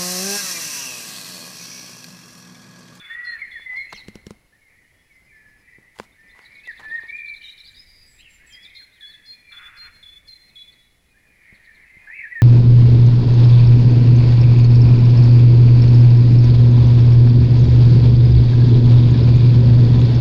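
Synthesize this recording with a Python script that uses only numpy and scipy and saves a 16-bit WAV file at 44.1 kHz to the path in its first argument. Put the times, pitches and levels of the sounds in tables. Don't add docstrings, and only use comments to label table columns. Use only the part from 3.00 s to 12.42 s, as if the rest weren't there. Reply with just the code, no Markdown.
import sys
import numpy as np
from scipy import signal
from scipy.fft import rfft
from scipy.io import wavfile
from scipy.ndimage import uniform_filter1d

SR = 44100
rng = np.random.default_rng(int(sys.argv[2]) if len(sys.argv) > 2 else 0)


def wav_record(signal):
    frames = np.transpose(np.atleast_2d(signal))
    bounded = np.clip(frames, -1, 1)
    quanta = np.round(bounded * 32767).astype(np.int16)
    wavfile.write(sys.argv[1], SR, quanta)


N = 415422
TIME = np.arange(N) / SR


def amp(db):
    return 10 ** (np.asarray(db) / 20)


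def unit(x):
    return x / np.sqrt(np.mean(x ** 2) + 1e-20)


def at_time(points, t):
    return np.interp(t, *np.transpose(points))


def at_hz(points, hz):
    f, value = np.transpose(points)
    return np.interp(np.log(hz + 1), np.log(f + 1), value)


def add(mix, s, sound):
    start = round(s * SR)
    sound = sound[max(-start, 0):]
    part = mix[max(start, 0):][:len(sound)]
    part += sound[:len(part)]


def filtered(x, colour):
    hz = np.fft.rfftfreq(len(x), 1 / SR)
    return np.fft.irfft(rfft(x) * amp(at_hz(colour, hz)), len(x))


def coloured(x, colour):
    return unit(filtered(x, colour))


def drift(t, rate):
    speed, phase = rng.random((2, 12, 1))
    return np.sin(2 * np.pi * (rate * speed * t + phase)).sum(0) / np.sqrt(6)


def swells(rows):
    out = np.zeros(N)
    for s, length, db in rows:
        add(out, s, amp(db) * signal.windows.tukey(int(length * SR), .6))
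    return out


def arc(u, start_hz, middle_hz, end_hz):
    bulge = middle_hz - (start_hz + end_hz) / 2
    return start_hz + (end_hz - start_hz) * u + bulge * 4 * u * (1 - u)


def whistle(hz, gain, warble_hz=0, warble_rate=72, waver=0.0031, overtone_db=-47, unsteady=1.13,
            throb_db=5):
    t = np.arange(len(hz)) / SR
    shake = 2 * np.pi * (warble_rate * t + rng.random()) + unsteady * drift(t, 45)
    pitch = hz * (1 + waver * drift(t, 119.3)) + warble_hz * np.sin(shake)
    phase = 2 * np.pi * np.cumsum(pitch) / SR
    throb = amp(throb_db * np.tanh(abs(warble_hz) / 50) * (np.cos(shake) - 0.51))
    return np.sqrt(2) * gain * throb * (np.sin(phase) + amp(overtone_db) * np.sin(2 * phase))


def note(length, start_hz, middle_hz, end_hz, db, warble_hz=0, warble_rate=72, flutter_db=0,
         unsteady=1.21):
    u = np.linspace(0, 1, int(length * SR))
    gain = amp(db + flutter_db * drift(u * length, 70)) * signal.windows.tukey(len(u), .35)
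    return whistle(arc(u, start_hz, middle_hz, end_hz), gain, warble_hz, warble_rate, unsteady=unsteady)


# frequency in Hz, level in dB.
SUB_COLOUR = [(10, -4.5), (30, -3.5), (60, -5), (110, -14.5), (250, -26), (600, -76.5)]
RUMBLE_COLOUR = [(60, -9.5), (120, -9), (250, -13.5), (500, -18.5), (1000, -24), (2000, -26), (4000, -47.5)]
HISS_COLOUR = [(300, -29), (1500, -6), (4000, 5), (7000, 0.5), (10000, 0), (15500, -4)]
# time in seconds, relative level in dB.
SUB_LEVEL = [(0.0, -74), (1.23, -64.5), (1.57, -73.5), (4.43, -71), (4.8, -62), (6.35, -74.5),
             (6.87, -63.5), (8.13, -73.5), (8.89, -67), (9.42, -73)]
RUMBLE_LEVEL = [(0.0, -69), (0.73, -67.5), (1.18, -58.5), (1.62, -68), (3.75, -66), (3.88, -58),
                (4.25, -70.5), (7.24, -67), (7.58, -69.5), (9.42, -67)]
# pitch in Hz, relative level in dB.
WHINE_TONES = [(10201, -78), (10261, -89), (13566, -97), (13824, -100)]


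def background(sub_gain_db=5, rumble_gain_db=2.0, whine_gain_db=5.5, hiss_db=-64.0, gust_db=2.0):
    sub = coloured(rng.standard_normal(N), SUB_COLOUR)
    sub *= amp(sub_gain_db + at_time(SUB_LEVEL, TIME) + gust_db * drift(TIME, 3.0))
    rumble = coloured(rng.standard_normal(N), RUMBLE_COLOUR)
    rumble *= amp(rumble_gain_db + at_time(RUMBLE_LEVEL, TIME) + 2.2 * drift(TIME, 11))
    hiss = coloured(rng.standard_normal(N), HISS_COLOUR) * amp(hiss_db)
    whine = sum(np.sqrt(2) * amp(db) * np.sin(2 * np.pi * hz * TIME + 0.56 * drift(TIME, 9.4))
                for hz, db in WHINE_TONES)
    return sub + rumble + hiss + amp(whine_gain_db) * whine


# time in seconds, level in dB.
CHORUS_LEVEL = [(0, -51.5), (.9, -52), (1.4, -78), (1.7, -69.5), (2.25, -66.5), (3.1, -63.5), (3.5, -53.5),
                (4.0, -54.5), (4.7, -59), (5.05, -63.5), (5.55, -56), (5.9, -61.5), (7.75, -64),
                (8.02, -74), (8.32, -66), (8.45, -55.5), (8.95, -56.5), (9.3, -53)]
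# frequency in Hz, level in dB.
CHORUS_COLOUR = [(1200, -35), (1550, -10.5), (1780, -3.5), (2050, 0), (2450, -4.5), (2750, -1.5),
                 (3500, -40)]


def chorus(count=320, haze_db=-10):
    songs = np.zeros(N)
    for when, length, pitch, bend, slope in rng.random((count, 5)):
        hz, glide = 1700 + 750 * pitch, 600 * (slope - .5)
        song = note(0.0399 + .08 * length, hz + glide, hz + 300 * (bend - .5), hz - glide, db=0)
        add(songs, when * N / SR, song)
    blur = outdoors(songs, early_db=4.0, tail_db=5.0)
    blur /= np.sqrt(abs(uniform_filter1d(blur ** 2, size=SR // 6)) + 1e-3)
    haze_colour = [(1200, -9.5), (1800, 1.0), (2500, -5.0), (3000, -7.0), (4500, -6.0), (6500, -48)]
    haze = amp(haze_db) * coloured(rng.standard_normal(N), haze_colour)
    return (coloured(blur, CHORUS_COLOUR) + haze) * amp(at_time(CHORUS_LEVEL, TIME))


# start in seconds, length in seconds, level in dB.
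CAWS = [(-.06, 0.23, -53), (.08, 0.39, -54), (6.505, 0.053, -52), (6.545, 0.11, -50), (6.63, 0.088, -50),
        (6.705, 0.09, -52.5), (6.795, 0.11, -50.5)]
# frequency in Hz, level in dB.
THROAT_COLOUR = [(500, -36), (1000, -18.5), (1450, -2), (1750, -2.5), (2400, -6), (2800, -13.5),
                 (3300, -27), (6000, -40)]


def crow(pulse_hz=190, jitter=0.1164):
    cycles = np.cumsum(pulse_hz * (1 + jitter * drift(TIME, 90))) / SR
    pulses = unit(np.diff(np.floor(cycles), prepend=0))
    puffs = unit(np.exp(-(cycles % 1) / 1.7) * rng.standard_normal(N))
    return coloured(pulses + puffs, THROAT_COLOUR) * swells(CAWS)


def tit_note(length, start_hz, end_hz, db, stress, flick_hz, flick_s=0.00193, flick_db=-11,
             flutter_db=2.1, second_after_s=0.0081, second_db=-7.0):
    t = np.arange(int(length * SR)) / SR
    flick = np.exp(-t / flick_s)
    hz = start_hz + (end_hz - start_hz) * t / length + flick_hz * flick
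    gain = amp(db + at_time(stress, t) + flick_db * flick + flutter_db * drift(t, 47.4))
    fades = signal.windows.tukey(len(t), .02) * np.minimum((length - t) / 0.013, 1)
    out = whistle(hz, gain * fades, waver=0.0032)
    second_flick = note(.006, start_hz + flick_hz, start_hz + flick_hz / 2, start_hz, db + second_db)
    add(out, second_after_s, second_flick)
    return out


# start in seconds, first and last pitch in Hz, level in dB,
# how much softer it opens in dB.
TIT_LOW = [(-.005, 3440, 3492, -51.5, 0), (.51, 3415, 3463, -51.5, 0), (5.498, 3130, 3446, -52.5, 13),
           (6.005, 3375, 3450, -48.5, 2), (6.517, 3419, 3473, -48, 3), (7.024, 3433, 3467, -48, 2.5),
           (7.552, 3370, 3465, -49.5, 2)]
# last pitch in Hz, level in dB.
TIT_HIGH = [(4230, -46.5), (4122, -49.5), (4180, -48), (4250, -48.5), (4210, -47), (4136, -46.5)]
# seconds into the note, change of level in dB.
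LOW_STRESS = [(0, 10.5), (.017, 3), (.032, 4.5), (.065, 5.5), (.085, -5), (.108, 4.5), (.125, -3),
              (.142, 4), (.17, -7.5)]
HIGH_STRESS = [(0, -4), (.02, 1.5), (.05, 3.5), (.11, -3.5)]


def tit(low_s=0.1614, high_s=0.1085, high_after_s=0.2497, high_start_hz=4188, lag_s=.003,
        opening_s=0.022):
    out = np.zeros(N)
    for s, start, end, db, soft_db in TIT_LOW:
        low = tit_note(low_s, start, end, db, LOW_STRESS, flick_hz=600)
        opening = amp(-soft_db * np.exp(-TIME[:len(low)] / opening_s))
        add(out, s + lag_s, low * opening)
    for (s, *_), (end, db) in zip(TIT_LOW, TIT_HIGH):
        add(out, s + high_after_s, tit_note(high_s, high_start_hz, end, db, HIGH_STRESS, flick_hz=1400))
    return out


# start and length in seconds, first, middle and last pitch in Hz,
# closing drop in Hz, level in dB, where it is loudest from 0 to 1, swell in dB, warble depth in Hz.
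BLACKBIRD_NOTES = [(0.094, 0.052, 1773, 1850, 1876, 0, -29.5, 0.42, 6, 0),
                   (0.143, 0.23, 1888, 1938, 1788, 150, -27.5, 0.64, 5.5, -1),
                   (0.385, 0.035, 2020, 2320, 2230, 4, -37.5, 0.4, 3, -6),
                   (0.409, 0.057, 2258, 2012, 1690, -1, -22, 0.2, 29, -23),
                   (0.501, 0.052, 2192, 2043, 1970, -2, -35.5, 0.8, 5, 50),
                   (0.546, 0.049, 1970, 1828, 1660, 11, -28.5, 0.26, 15.5, 3),
                   (0.653, 0.11, 2065, 2011, 2025, 2, -27, 0.9, 6, 19),
                   (0.746, 0.12, 2080, 2154, 2180, -7, -24, 0.23, 17.5, 52),
                   (3.621, 0.065, 2335, 2640, 2610, 5, -48, 0.3, 4, 33),
                   (3.665, 0.055, 2020, 1895, 1595, 3, -26.5, 0.45, 13.5, 3),
                   (3.82, 0.1, 1750, 1752, 1740, 2, -35.5, 0.45, 7, -2),
                   (3.9, 0.1, 1770, 1860, 1872, 212, -24, 0.55, 5, -8),
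                   (4.071, 0.041, 2156, 2246, 2285, 0, -28.5, 0.86, 14.5, -2),
                   (4.119, 0.056, 2315, 2388, 2440, -3, -29, 0.4, 1.5, 3),
                   (4.16, 0.18, 2390, 2335, 2289, 0, -35.5, 0.9, 1.5, 3),
                   (4.165, 0.19, 2453, 2397, 2287, 150, -32.5, 1, 6.5, 4.5),
                   (9.228, 0.053, 2040, 1766, 1640, 1, -27, 0.18, 12, 50),
                   (9.294, 0.052, 1790, 1956, 1930, 4, -24, 0.68, 23.5, 12),
                   (9.346, 0.073, 1906, 1805, 1740, -2, -26, 0.26, 5.5, -3)]


def blackbird(attack_s=0.01, release_s=0.0057, drop_s=0.0081, flutter_db=1.5):
    out = np.zeros(N)
    for s, length, start, middle, end, drop, db, loudest, swell_db, warble in BLACKBIRD_NOTES:
        t = np.arange(0, length, 1 / SR)
        hz = arc(t / length, start, middle, end) - drop * np.exp((t - length) / drop_s)
        effort_db = db + np.interp(t / length, [0, np.clip(loudest, .05, .95), 1],
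                                   [-swell_db, 0, -swell_db])
        fades = np.minimum(t / attack_s, 1) * np.minimum((length - t) / release_s, 1)
        gain = fades * amp(effort_db + flutter_db * drift(t, 50.6))
        add(out, s, whistle(hz, gain, warble, warble_rate=60))
    return out


# start in seconds, thump level in dB, contact time in milliseconds,
# tick level in dB, boost of the body's tones below 300 Hz in dB.
KNOCKS = [(.597, -41, 0.13, -68, -14), (0.9291, -30, 0.078, -35.5, -14), (0.932, -31, 0.15, -43, 11),
          (0.938, -37.5, 0.47, -64, 10.5), (1.0847, -26, 0.55, -38, 1.5), (1.1562, -27.5, 0.61, -40, -0.5),
          (1.2683, -26.5, 0.68, -36.5, 0), (1.308, -25.5, 0.49, -38, 3.5), (2.785, -40, 0.56, -69, -5),
          (2.989, -27, 0.04, -39.5, -10), (2.9996, -14, 0.14, -33.5, 1.5), (3.392, -31.5, 0.036, -53, -16),
          (3.675, -43, 0.039, -44.5, -10), (3.798, -35, 0.052, -48, -14), (4.036, -39.5, 0.31, -66, -13),
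          (8.526, -39.5, 1.45, -67, -0.5), (8.969, -42.5, 2, -62, -11)]
# pitch in Hz, level in dB, seconds to fade by 60 dB.
BODY_TONES = [(107, -11.5, 0.1), (214.6, -1.5, 0.088), (418, 8, 0.011), (507, 3.5, 0.012), (880, -6, 0.025),
              (1040, 3.5, 0.014), (1510, 17, 0.0029), (2680, -2, 0.01)]


def finger_knocks(tick_lead_s=0.0017, tick_s=0.0017, rattle_db=-22, rattle_s=0.055):
    out, t = np.zeros(N), np.arange(SR // 5) / SR
    tick_colour = [(300, 0.5), (2000, -3.5), (4000, -4.0), (7000, -9.5), (10000, -15.0), (15000, -27.0)]
    for s, thump_db, contact_ms, tick_db, low_db in KNOCKS:
        ring = sum(amp(db + low_db * (hz < 300) - 60 * t / fade_s) * np.sin(2 * np.pi * hz * t)
                   for hz, db, fade_s in BODY_TONES)
        u = t / (contact_ms / 1000)
        push = u * (2 - u) * np.exp(-u)
        thump = signal.fftconvolve(ring, push)[:len(t)]
        add(out, s, amp(thump_db) * thump / abs(thump).max())
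        tick = coloured(rng.standard_normal(len(t)), tick_colour)
        snap = 2 * t / tick_s * np.exp(1 - 2 * t / tick_s)
        rattle = amp(rattle_db) * np.exp(-t / rattle_s)
        add(out, s - tick_lead_s, amp(tick_db) * tick * (snap + rattle))
    return out


# start and length in seconds, scrape and fizz levels in dB.
RUBS = [(0.696, 0.096, -54, -67), (0.923, 0.0155, -37.5, -58), (0.954, 0.077, -58.5, -64),
        (2.94, 0.13, -58.5, -60), (3.328, .14, -60.5, -68.5), (3.79, 0.03, -47.5, -62),
        (3.806, 0.062, -50, -68), (3.858, 0.26, -60, -77), (8.953, 0.22, -65, -73)]
# frequency in Hz, level in dB.
SCRAPE_COLOUR = [(60, -21), (350, -9), (650, 0.5), (880, 10.5), (1100, 5.5), (1500, 2.5), (3000, -7),
                 (7000, -32), (15000, -47)]
FIZZ_COLOUR = [(1200, -25.5), (3000, -2), (7000, -2.5), (15000, -20)]


def finger_rubs(grains_per_s=1900):
    grains = rng.standard_normal(N) * amp(2.0 * np.minimum(rng.exponential(1, N), 3))
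    grains *= rng.random(N) < grains_per_s / SR
    scrape = coloured(grains, SCRAPE_COLOUR) * swells([(s, length, db) for s, length, db, _ in RUBS])
    fizz = coloured(grains, FIZZ_COLOUR) * swells([(s, length, db) for s, length, _, db in RUBS])
    return scrape + fizz


# start and length in seconds, first and last pitch in Hz, level in dB,
# shake depth in Hz, shakes per second.
BUZZES = [(0.897, 0.035, 7130, 5170, -60, 200, 135), (0.922, 0.021, 4480, 3700, -43.5, 189, 160),
          (0.939, 0.05, 3470, 2360, -51, 174, 120), (.942, 0.031, 6500, 4810, -52, 330, 110),
          (0.967, 0.046, 4420, 3816, -43, 190, 132), (4.403, 0.11, 3050, 3020, -51, 171, 130),
          (4.418, 0.11, 5680, 5900, -68, 480, 180), (4.44, 0.082, 7200, 7300, -71, 520, 240),
          (4.585, 0.025, 5260, 5530, -60.5, 119, 150), (4.635, .025, 7300, 8100, -71, 415, 230),
          (4.706, 0.028, 8460, 6200, -62.5, 380, 180), (4.825, .025, 7000, 6940, -70, 300, 180),
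          (4.637, 0.048, 4150, 4890, -48.5, 189, 151), (4.739, 0.057, 4540, 5020, -54, 170, 170),
          (4.835, 0.278, 4800, 4880, -55.5, 141, 120), (5.087, 0.051, 7750, 7500, -68, 280, 210),
          (5.18, 0.042, 3650, 4200, -53.5, 110, 150), (5.185, 0.065, 2450, 3410, -51.5, 220, 140),
          (5.226, 0.074, 3300, 2390, -50.5, 130, 130), (5.746, 0.038, 3800, 3680, -47.5, 200, 160),
          (7.578, 0.065, 3940, 3900, -53, 90, 79), (7.798, 0.076, 3880, 3900, -62, 110, 86)]


def buzzes():
    out = np.zeros(N)
    for s, length, start, end, db, depth, rate in BUZZES:
        middle = (start + end) / 2
        add(out, s, note(length, start, middle, end, db, depth, rate, flutter_db=1.5, unsteady=2.45))
    return out


# start and length in seconds, first and last pitch in Hz,
# level in dB, warble depth in Hz.
FAR_NOTES = [(1.521, 0.043, 1690, 1910, -60, 20), (1.604, 0.11, 2252, 2035, -62, 7),
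             (1.678, 0.085, 2200, 2093, -60.5, 272), (1.738, 0.14, 1956, 1868, -63.5, 63),
             (1.84, .05, 2930, 2980, -71.5, 10), (1.924, 0.095, 1935, 2000, -70, 68),
             (1.892, 0.17, 3220, 3440, -71, 20), (2.092, 0.0484, 2380, 2090, -62, 4),
             (2.129, 0.072, 2066, 2055, -53.5, 11), (2.267, 0.15, 2595, 1833, -60, -5),
             (2.296, 0.25, 1782, 1700, -57.5, 28), (2.6, 0.23, 2384, 2300, -66, 60),
             (2.624, .17, 2605, 2630, -73, 50), (2.666, 0.11, 1946, 1990, -53, 95),
             (3.16, 0.17, 1787, 1804, -59.5, 8), (3.212, 0.16, 2000, 1980, -62, 13),
             (3.389, 0.16, 2110, 2360, -57, 8), (3.516, 0.098, 2282, 2183, -52, 8),
             (5.383, 0.096, 1447, 1900, -62, 20), (5.536, 0.072, 2086, 1948, -51, 40),
             (5.635, 0.063, 2250, 2450, -54, 38), (5.687, 0.13, 2270, 2040, -54.5, 25),
             (5.794, 0.0334, 2057, 1444, -58, 10), (5.987, 0.086, 1870, 1681, -54, 63),
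             (6.09, 0.077, 1785, 1727, -56, 66), (6.313, 0.1, 2420, 2408, -60, 19),
             (6.431, 0.12, 2397, 2330, -53.5, 0), (7.45, 0.26, 2570, 2415, -68.5, 46),
             (8.07, 0.13, 2470, 2400, -68, 34), (8.219, 0.34, 2446, 2380, -65.5, 35),
             (8.138, 0.06, 1540, 1885, -64, 10), (8.234, 0.04, 1890, 1660, -61.5, 11),
             (8.466, .11, 2070, 1932, -56.5, 142), (8.664, .07, 1836, 1740, -54.5, 43),
             (8.756, 0.093, 2197, 2050, -54.5, 140), (8.861, 0.17, 2080, 2098, -53, 19),
             (8.98, .11, 2460, 2437, -58, 29)]


def far_blackbirds(sag=.6, warble_rate=55):
    out = np.zeros(N)
    for s, length, start, end, db, warble in FAR_NOTES:
        middle = start + sag * (end - start)
        add(out, s, note(length, start, middle, end, db, warble, warble_rate,
                         flutter_db=2.5, unsteady=1.796))
    return out


def pips(count=7, first_s=2.005, every_s=.114, pitch_hz=5080, fall_hz=130, length_s=0.05, level_db=-72):
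    out = np.zeros(N)
    for k, (late, high, loud) in enumerate(rng.standard_normal((count, 3))):
        hz = pitch_hz * (1 + 0.0061 * high)
        pip = note(length_s, hz + 2 * fall_hz, hz, hz - fall_hz / 2, level_db + 1.3 * loud)
        add(out, first_s + k * every_s + 0.007 * late, pip)
    return out


# start and length in seconds, first, middle and last pitch in Hz,
# level in dB.
PEEPS = [(3.12, 0.014, 3550, 3600, 3750, -59.5), (3.293, 0.017, 3620, 3560, 3800, -55),
         (3.309, .014, 3960, 4140, 3950, -57), (4.436, 0.047, 4080, 3727, 3730, -42),
         (4.481, 0.032, 3770, 3870, 3760, -40), (4.792, 0.018, 4960, 5076, 5080, -44),
         (5.532, 0.026, 5120, 4990, 4890, -49), (5.653, 0.02, 3610, 3570, 3800, -45.5)]


def peeps():
    out = np.zeros(N)
    for s, *shape in PEEPS:
        add(out, s, note(*shape))
    return out


# start and length in seconds, first and last pitch in Hz, level in dB.
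SLURS = [(3.196, .02, 6060, 5030, -67), (3.275, .016, 5740, 4900, -65), (3.414, .012, 5100, 4420, -61),
         (4.155, .045, 7480, 7300, -73), (5.053, 0.18, 8130, 7570, -63.5), (5.221, 0.056, 3335, 2570, -60),
         (5.277, 0.13, 7680, 7260, -63), (5.459, 0.081, 8150, 7170, -61.5), (5.522, 0.014, 6350, 4920, -53),
         (5.628, 0.015, 5700, 4500, -50), (5.647, 0.016, 4290, 3530, -46), (5.694, 0.014, 4490, 3480, -49),
         (7.487, 0.024, 4740, 3650, -61), (7.723, 0.023, 4700, 3830, -57)]


def slurs(sag=0.83):
    out = np.zeros(N)
    for s, length, start, end, db in SLURS:
        add(out, s, note(length, start, start + sag * (end - start), end, db, flutter_db=2.5))
    return out


# time of the dip in seconds, how much earlier the flick comes in
# seconds, pitch of the dip in Hz, level in dB, how much louder the closing fall is in dB.
TRILL_SYLLABLES = [(3.457, 0.024, 3900, -51.5, -8), (3.559, 0.037, 3900, -53, -10),
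                   (3.603, 0.022, 3490, -54, -6), (3.660, .022, 3450, -51, -9), (3.72, .023, 3470, -50, -8),
                   (3.781, .023, 3500, -50, -4), (3.840, .023, 3500, -53, 1), (3.905, .021, 3410, -51, -3),
                   (3.964, 0.019, 3440, -52, 0), (4.029, .021, 3470, -51.5, -5),
                   (4.092, 0.022, 3420, -51, 1), (4.187, .019, 3380, -53, 1)]


def trill(flick_s=0.0089, dip_s=0.021, close_s=0.0088, close_after_s=.011, flick_db=-4.5, vary=.022,
          scratch_hz=90, scratch_rate=310):
    out = np.zeros(N)
    tunings = 1 + vary * rng.standard_normal((len(TRILL_SYLLABLES), 3))
    for (s, lead, dip_hz, db, close_db), (a, b, c) in zip(TRILL_SYLLABLES, tunings):
        flick = note(flick_s, 3550 * a, 4650 * a, 5200 * a, db + flick_db, scratch_hz, scratch_rate)
        dip = note(dip_s, 4850 * b, dip_hz, 4350 * b, db, scratch_hz / 2, scratch_rate, flutter_db=2)
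        close = note(close_s, 4700 * c, 3950 * c, 3400 * c, db + close_db)
        add(out, s - lead - flick_s / 2, flick)
        add(out, s - dip_s / 2, dip)
        add(out, s + close_after_s, close)
    return out


# start in seconds, the hook's length in seconds,
# its top pitch in Hz before lift_hz is added, level in dB.
CHIPS = [(4.259, 0.022, 4296, -45.5), (4.338, 0.022, 4130, -43.5), (4.417, 0.012, 4060, -44.5),
         (4.497, 0.017, 4190, -47.5), (4.577, 0.0196, 4100, -43.5), (4.657, 0.022, 4010, -45),
         (4.741, 0.024, 3800, -49.5)]


def chips(fall_db=-4, hook_after_s=0.021, foot_hz=3500, lift_hz=90, peak_at=0.38):
    out = np.zeros(N)
    for s, length, top, db in CHIPS:
        add(out, s, note(length=0.0136, start_hz=4850, middle_hz=3775, end_hz=3530, db=db + fall_db))
        u = np.linspace(0, 1, int(length * SR))
        hz = np.interp(u, [0, peak_at, 1], [foot_hz, top, foot_hz]) + lift_hz
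        add(out, s + hook_after_s, whistle(hz, amp(db) * signal.windows.tukey(len(u), .6)))
    return out


# start and length in seconds, top pitch in Hz, level in dB.
CHIRPS = [(5.918, .07, 3870, -58.5), (6.051, 0.095, 4440, -52.5), (6.245, .115, 5040, -62.5),
          (8.544, 0.015, 4430, -56.5), (8.563, .011, 3970, -65), (8.645, 0.012, 4500, -57),
          (8.655, .011, 4050, -58.5), (8.745, 0.019, 4320, -57), (8.767, .014, 3750, -67)]


def chirps(foot_share=0.72, skew=0.66):
    out = np.zeros(N)
    for s, length, top, db in CHIRPS:
        u = np.linspace(0, 1, int(length * SR))
        hz = arc(u ** skew, foot_share * top, top, foot_share * top)
        add(out, s, whistle(hz, amp(db) * signal.windows.tukey(len(u), .3)))
    return out


# start and length in seconds, first, middle and last
# pitch in Hz, level in dB, warble depth in Hz.
BURR_NOTES = [(9.06, 0.098, 1640, 1820, 2300, -35.5, 59), (9.146, .1, 2150, 2200, 1830, -31.5, 130),
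              (9.088, 0.17, 2080, 2600, 2200, -40, 79)]


def blackbird_burr(warble_rate=76, swell_db=6, stagger_db=2.0):
    out = np.zeros(N)
    for s, length, start, middle, end, db, depth in BURR_NOTES:
        voice = note(length, start, middle, end, db, depth, warble_rate)
        rise = np.minimum(np.linspace(-1, 1, len(voice)), 0)
        add(out, s, voice * amp(swell_db * rise + stagger_db * drift(TIME[:len(voice)], 89.7)))
    return out


# frequency in Hz, seconds to fade by 60 dB.
ECHO_FADE = [(500, 0.8), (2000, 1.255), (4000, 1.27), (8000, 0.77)]


def outdoors(x, early_db, tail_db, early_s=0.014):
    t = np.arange(SR * 3 // 2) / SR
    bounces = rng.choice([-1., 1.], len(t)) * (rng.random(len(t)) < 2000 / SR)
    bounces *= 1 - np.exp(-t / 0.022)
    hz, when, spectrum = signal.stft(bounces, SR, nperseg=256)
    fade = amp(-60 * when / at_hz(ECHO_FADE, hz)[:, None])
    tail = signal.istft(spectrum * fade, SR, nperseg=256)[1][:len(t)]
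    early = rng.standard_normal(len(t)) * (rng.random(len(t)) < 300 / SR)
    early *= np.exp(-t / early_s) * (t > .006)
    echoes = amp(early_db) * early / np.linalg.norm(early) + amp(tail_db) * tail / np.linalg.norm(tail)
    return x + signal.fftconvolve(x, echoes)[:N]


def house_echo(x, delay_s, db):
    out = x.copy()
    add(out, delay_s, amp(db) * outdoors(x, early_db=-14.5, tail_db=-13.0))
    return out


# frequency in Hz, weight in dB.
FOLLOWED_BAND = [(2300, -26.5), (3300, -3.5), (5000, 8), (8000, 15.5), (10000, -31)]
TREBLE_BAND = [(2300, -40), (3300, 0), (16000, 0)]


def treble_swell(x, quiet_db=-64, loud_db=-45, depth_db=9.0, window_s=0.023):
    power = uniform_filter1d(filtered(x, FOLLOWED_BAND) ** 2, size=int(window_s * SR))
    level_db = 10 * np.log10(abs(power) + 1e-12)
    gain = amp(np.interp(level_db, [quiet_db, loud_db], [-depth_db, 0]))
    return x + (gain - 1) * filtered(x, TREBLE_BAND)


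def scene():
    near = house_echo(blackbird() + blackbird_burr(), delay_s=0.12, db=-18)
    near = amp(-2.5) * outdoors(near, early_db=-9, tail_db=-13.0)
    far = outdoors(far_blackbirds(), early_db=-2.5, tail_db=-3.0)
    two_note = house_echo(tit(), delay_s=.19, db=-16)
    two_note = amp(1.0) * outdoors(two_note, early_db=-5.5, tail_db=-12.0)
    small = buzzes() + slurs() + chirps() + peeps() + amp(-0.7) * trill() + chips() + pips()
    small = outdoors(small, early_db=-7, tail_db=-11.0)
    caws = amp(-0.5) * outdoors(crow(), early_db=3.5, tail_db=-5.5)
    birds = near + far + two_note + small + caws + amp(2.0) * chorus()
    return (birds + finger_knocks() + finger_rubs() + background())[None]


def record(dry):
    cutoff_hz = 15850
    swelling = treble_swell(dry[0])[None]
    low_pass = signal.firwin(511, cutoff_hz, window=("kaiser", 8), fs=SR)
    return signal.oaconvolve(swelling, low_pass[None], "same")


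dry = scene()
out = record(dry)
wav_record(out)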